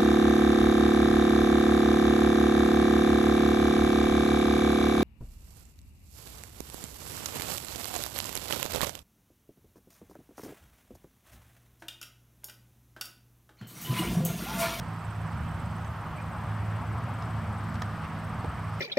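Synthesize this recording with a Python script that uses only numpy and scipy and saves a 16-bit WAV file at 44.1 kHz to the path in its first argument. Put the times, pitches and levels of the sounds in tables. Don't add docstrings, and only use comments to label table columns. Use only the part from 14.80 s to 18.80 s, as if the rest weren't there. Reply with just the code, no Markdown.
import sys
import numpy as np
from scipy import signal
from scipy.fft import rfft, irfft, next_fast_len
from scipy.io import wavfile
from scipy.ndimage import uniform_filter1d, map_coordinates

SR = 44100
rng = np.random.default_rng(int(sys.argv[2]) if len(sys.argv) > 2 else 0)


def pcm_store(signal):
    levels = np.round(np.clip(np.atleast_2d(signal), -1, 1) * 32767)
    wavfile.write(sys.argv[1], SR, levels.astype(np.int16).T)


N = 176400

# (frequency [Hz], relative level [dB])
RUMBLE_EQ = [(20, -23), (32, -21), (45, -13), (60, -8.5), (78, 3), (92, -2.5), (125, -2), (150, -5.5),
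             (185, -10), (235, -17), (290, -24.5), (400, -36), (800, -60), (1500, -100)]
ROAR_EQ = [(60, -40), (130, -7.5), (180, 0.5), (235, 0), (290, -6.5), (400, -14), (700, -32), (1500, -80)]
TYRE_EQ = [(100, -45), (250, -12.5), (450, -9), (750, -0.5), (1000, -0.5), (1250, 0), (1600, -6.5),
           (2000, -11), (2600, -17), (3100, -20.5), (3700, -27), (5000, -38.5), (8000, -60)]
LEAF_EQ = [(1000, -30), (3000, -4.5), (4600, 2), (5700, -1.5), (6800, -16.5), (9000, -11), (15000, -35)]
HISS_EQ = [(1000, -18), (4000, -0.5), (7000, 4.5), (9500, -1.5), (12000, 1), (15500, -4)]
GRIT_EQ = [(1500, -11), (3000, 4), (6000, -4.5), (8000, -12.5), (11000, -11.5), (15000, -24)]
RUSTLE_EQ = [(600, -40), (1400, -9), (1900, 1), (2700, -5.5), (4000, -20), (9000, -50)]
# (time [s], relative level [dB])
RUMBLE_RIDE = [(0, -42), (.2, -49), (.6, -34), (1.0, -44.5), (1.5, -42), (2.1, -41.5), (2.6, -42.5),
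               (3.0, -41), (3.3, -41), (3.6, -39.5), (4, -42.5)]
ROAR_RIDE = [(0, -50), (.7, -50), (1.3, -47), (2.2, -45.5), (2.7, -46.5), (3.3, -46), (4, -48.5)]
TYRE_RIDE = [(0, -43.5), (.6, -42), (1.3, -42), (1.8, -40.5), (2.25, -40), (2.7, -41), (3.3, -41), (4, -41)]
LOW_HUM_RIDE = [(0, -45), (.13, -39), (.55, -39.5), (.75, -43), (1.0, -39), (1.35, -44), (1.6, -39),
                (1.78, -34), (2.1, -38), (2.45, -39), (2.72, -36), (2.92, -47), (3.1, -35), (3.3, -45),
                (3.58, -34.5), (3.74, -41), (3.87, -32), (4, -43)]
REV_OCTAVE_RIDE = [(0, -57), (2.3, -57), (2.6, -48.5), (3.05, -46.5), (3.4, -48), (4, -56)]
LEAF_RIDE = [(0, -65.5), (1, -66), (1.7, -66.5), (2.2, -67), (2.5, -63.5), (3.2, -63.5), (3.6, -64.5),
             (4, -64)]
# (frequency [Hz], side minus mid [dB])
WASH_WIDTH = [(40, -25), (100, -31), (170, -20), (280, -14), (450, -13), (700, -19.5), (1400, -22),
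              (2400, -14.5), (3600, -8), (4800, -14), (6000, -5.5), (7400, -4), (9500, -9), (11000, -12),
              (14000, -22)]
# (frequency [Hz], left minus right [dB])
BED_BALANCE = [(50, 2), (110, -1.2), (190, -2.5), (300, -2.5), (480, -3), (700, -0.9), (1050, 1.3),
               (1500, 0.3), (2000, -3), (2700, -4.5), (3500, -6), (4600, -1), (6500, -1), (10000, 0)]
# (time [s], left minus right [dB])
TYRE_DRIFT = [(0, -2.5), (.6, -2), (1.5, 0.2), (2.44, 1.2), (3.8, -0.3)]
# (pitch [Hz], level [dB])
WHINE_TONES = [(943, -60.5), (2772, -78), (3020, -76.5), (3302, -77), (4574, -81.5)]
# (time [s], firing rate [Hz], level [dB])
ENGINE_REV = [(0, 107, -58), (1.6, 106, -54), (2.0, 110.6, -42), (2.27, 122, -37.5), (2.5, 114, -39),
              (2.75, 105, -47), (3.3, 105.2, -52), (4, 103.5, -50)]
# (first pulse [s], last pulse [s], level [dB])
SLOW_CRICKET = [(.031, 1.074, -51.5), (1.370, 1.908, -54), (1.964, 2.947, -52.5), (3.003, 3.988, -55.5)]
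FAST_CRICKET = [(.011, .513, -59), (.612, 1.968, -57.5), (2.190, 3.348, -57.5), (3.397, 3.997, -54.5)]
# (time [s], relative level [dB], left minus right [dB], ring pitch [Hz], t60 [s])
TICK_CUES = [(.983, -49, 1, 6200, .015), (1.047, -45, 4, 6320, .018), (2.4225, -44, -1, 5100, .035),
             (2.9427, -45, -1, 4730, .025), (2.9551, -43, -3, 4450, .018), (2.958, -49, -3, 5500, .018)]
# (time [s], level [dB])
CLICK_CONTACTS = [(3.0196, -40), (3.0199, -30), (3.0213, -31.5), (3.0222, -31), (3.0228, -43),
                  (3.0239, -35)]
# (frequency [Hz], relative level [dB], t60 [s])
CLICK_RING = [(1020, -3, .018), (1240, -4, 0.015), (1800, -2, 0.013), (3160, -10, .006), (4000, -9, .006),
              (5550, -9, .005), (6400, -18.5, 0.0054), (8300, -26, .004), (10050, -22, .004)]
KNOCK_RING = [(347.4, -1.5, .045), (467, 0.5, .04), (850, -1, .035), (1360, -8, .02), (1990, -7, .018),
              (3400, -19, .012)]


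def amp(db):
    return 10 ** (np.asarray(db) / 20)


def unit(x):
    return x / np.sqrt(np.mean(x ** 2) + 1e-20)


def along(points, hz):
    freqs, values = np.transpose(points)
    return np.interp(np.log(hz + 1), np.log(freqs + 1), values)


def automation(rows):
    times, *columns = np.transpose(rows)
    return [np.interp(np.arange(N) / SR, times, column) for column in columns]


def wobble(rate):
    return map_coordinates(rng.standard_normal(2048), [np.arange(N) * rate / SR], mode="wrap")


def filtered(x, response):
    size = next_fast_len(N + SR // 2)
    return irfft(rfft(x, size) * response(np.fft.rfftfreq(size, 1 / SR)), size)[..., :N]


def pan(db):
    return amp(np.array([[.5], [-.5]]) * db)


def tone(hz):
    return np.sqrt(2) * np.sin(2 * np.pi * (np.cumsum(hz) / SR + rng.random()))


def decay(t, t60):
    return (t >= 0) * np.exp(-np.log(1000) * np.abs(t) / t60)


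def wash(eq, patchy_db):
    bands = signal.stft(rng.standard_normal((2, N)), nperseg=512)[2]
    patches = uniform_filter1d(rng.standard_normal(bands.shape[1:]), size=6, axis=0)
    patches = uniform_filter1d(patches, size=14, axis=1)
    noise = signal.istft(bands * amp(patchy_db * unit(patches)), nperseg=512)[1][:, :N]
    spread = lambda hz: np.arctan(amp(along(WASH_WIDTH, hz)))
    mid, side = filtered(noise, lambda hz: amp(along(eq, hz)) * [np.cos(spread(hz)), np.sin(spread(hz))])
    return unit(np.array([mid + side, mid - side]))


def struck(contacts, modes):
    out, t = np.zeros(N + SR), np.arange(SR // 8) / SR
    for at_s, db in contacts:
        ring = sum(amp(level + rng.normal(0, 1)) * decay(t, t60) * np.sin(2 * np.pi * hz * t)
                   for hz, level, t60 in modes)
        out[round(at_s * SR):][:len(t)] += amp(db) * ring
    return out[:N]


def field_reverb(x, t60, wet_db):
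    t = np.arange(SR // 2) / SR
    tail = rng.standard_normal((2, len(t))) * decay(t, t60)
    return x + amp(wet_db) * signal.fftconvolve(x, tail / np.linalg.norm(tail[0]), axes=1)[:, :N]


def traffic():
    rumble_db, = automation(RUMBLE_RIDE)
    roar_db, = automation(ROAR_RIDE)
    tyre_db, = automation(TYRE_RIDE)
    drift_db, = automation(TYRE_DRIFT)
    rumble = amp(rumble_db + 3) * wash(RUMBLE_EQ, patchy_db=1)
    roar = amp(roar_db) * wash(ROAR_EQ, patchy_db=1)
    tyres = amp(tyre_db) * pan(drift_db) * wash(TYRE_EQ, patchy_db=.95)
    return rumble + roar + tyres


def engine_drones():
    low_db, = automation(LOW_HUM_RIDE)
    hum = lambda hz, db: amp(db + 1.4 * wobble(5.01)) * tone(hz + .71 * wobble(4.04))
    hums = hum(hz=104.8, db=low_db) + hum(hz=163.4, db=-43.5)
    whines = sum(amp(db + 2 * wobble(6.12)) * tone(hz + 7 * wobble(25)) for hz, db in WHINE_TONES)
    return hums * pan(db=-.3) + whines


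def revving_engine():
    firing_hz, firing_db = automation(ENGINE_REV)
    octave_db, = automation(REV_OCTAVE_RIDE)
    firing = amp(firing_db) * tone(firing_hz)
    octave = amp(octave_db + 3 * wobble(7)) * tone(2 * firing_hz + 3 * wobble(20))
    return (firing + octave) * pan(db=.4)


def breeze():
    leaf_db, = automation(LEAF_RIDE)
    leaves = amp(leaf_db + .66 * wobble(12)) * wash(LEAF_EQ, patchy_db=1)
    return leaves + amp(-65.5) * wash(HISS_EQ, patchy_db=.5)


def cricket(trills, period_s, top_hz, sag_hz, half_s, crest_early_s, right_db, right_lag_rad):
    out, t = np.zeros(N + SR, complex), np.arange(-SR // 50, SR // 50) / SR
    swell = np.cos(np.pi / 2 * np.clip(t / half_s, -1, 1))
    arch_hz = top_hz - sag_hz * np.abs((t + crest_early_s) / half_s) ** 1.47
    for first, last, db in trills:
        for at_s in np.linspace(first, last, round((last - first) / period_s) + 1):
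            late_s, accent_db, detune_hz = rng.standard_normal(3) * [.0006, 1.03, 45.7]
            pulse = amp(db + accent_db) * swell * np.exp(2j * np.pi * np.cumsum(arch_hz + detune_hz) / SR)
            out[max(0, round((at_s + late_s) * SR)):][:len(t)] += pulse
    rasp = amp(1.5 * wobble(350)) * np.exp(.33j * wobble(600))
    song = out[len(t) // 2:][:N] * rasp
    return np.real([song, amp(right_db) * song * np.exp(-1j * right_lag_rad)])


def grit():
    return unit(filtered(rng.standard_normal(N), lambda hz: amp(along(GRIT_EQ, hz))))


def ticks():
    t = np.arange(N) / SR
    return sum(amp(db - 5) * decay(t - at_s, t60) * pan(pan_db) * (grit() + .47 * tone(np.full(N, hz)))
               for at_s, db, pan_db, hz, t60 in TICK_CUES)


def bird(at_s, hz, rise_hz_per_s, half_s, db):
    t = np.clip(np.arange(N) / SR - at_s, -half_s, half_s)
    return amp(db) * np.cos(np.pi / 2 * t / half_s) * tone(hz + rise_hz_per_s * (t - t ** 2 / half_s))


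def click():
    t = np.arange(N) / SR
    bursts = sum(amp(db) * decay(t - at_s, t60=.0055) for at_s, db in CLICK_CONTACTS)
    return (struck(CLICK_CONTACTS, CLICK_RING) + amp(-7) * grit() * bursts) * pan(db=-2)


def rustle(at_s, width_s, db):
    swell = np.exp(-((np.arange(N) / SR - at_s) / width_s) ** 2)
    return amp(db) * swell * wash(RUSTLE_EQ, patchy_db=1.5)


def knock(at_s, db):
    return struck([(at_s, db)], KNOCK_RING) * pan(db=-2)


def scene():
    peep = bird(at_s=1.393, hz=2400, rise_hz_per_s=7000, half_s=.021, db=-48.5)
    bed = traffic() + engine_drones() + revving_engine() + breeze() + peep
    bed += rustle(at_s=3.245, width_s=.023, db=-46)
    bed = filtered(bed, lambda hz: pan(along(BED_BALANCE, hz)))
    slow = cricket(SLOW_CRICKET, period_s=.0545, top_hz=8180, sag_hz=759, half_s=.0115,
                   crest_early_s=.00098, right_db=-9.5, right_lag_rad=2.5)
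    fast = cricket(FAST_CRICKET, period_s=.0502, top_hz=8280, sag_hz=470, half_s=.012,
                   crest_early_s=.00048, right_db=-7.5, right_lag_rad=2.02)
    crickets = field_reverb(slow + fast, t60=.18, wet_db=-10.5)
    handling = click() + ticks() + knock(at_s=3.646, db=-32.5)
    handling = filtered(handling, lambda hz: 1 / np.sqrt(1 + (hz / 11500) ** 12))
    return bed + crickets + field_reverb(handling, t60=.1, wet_db=-7)


def record(dry):
    return filtered(dry, lambda hz: hz < 15700)


dry = scene()
out = record(dry)
pcm_store(out)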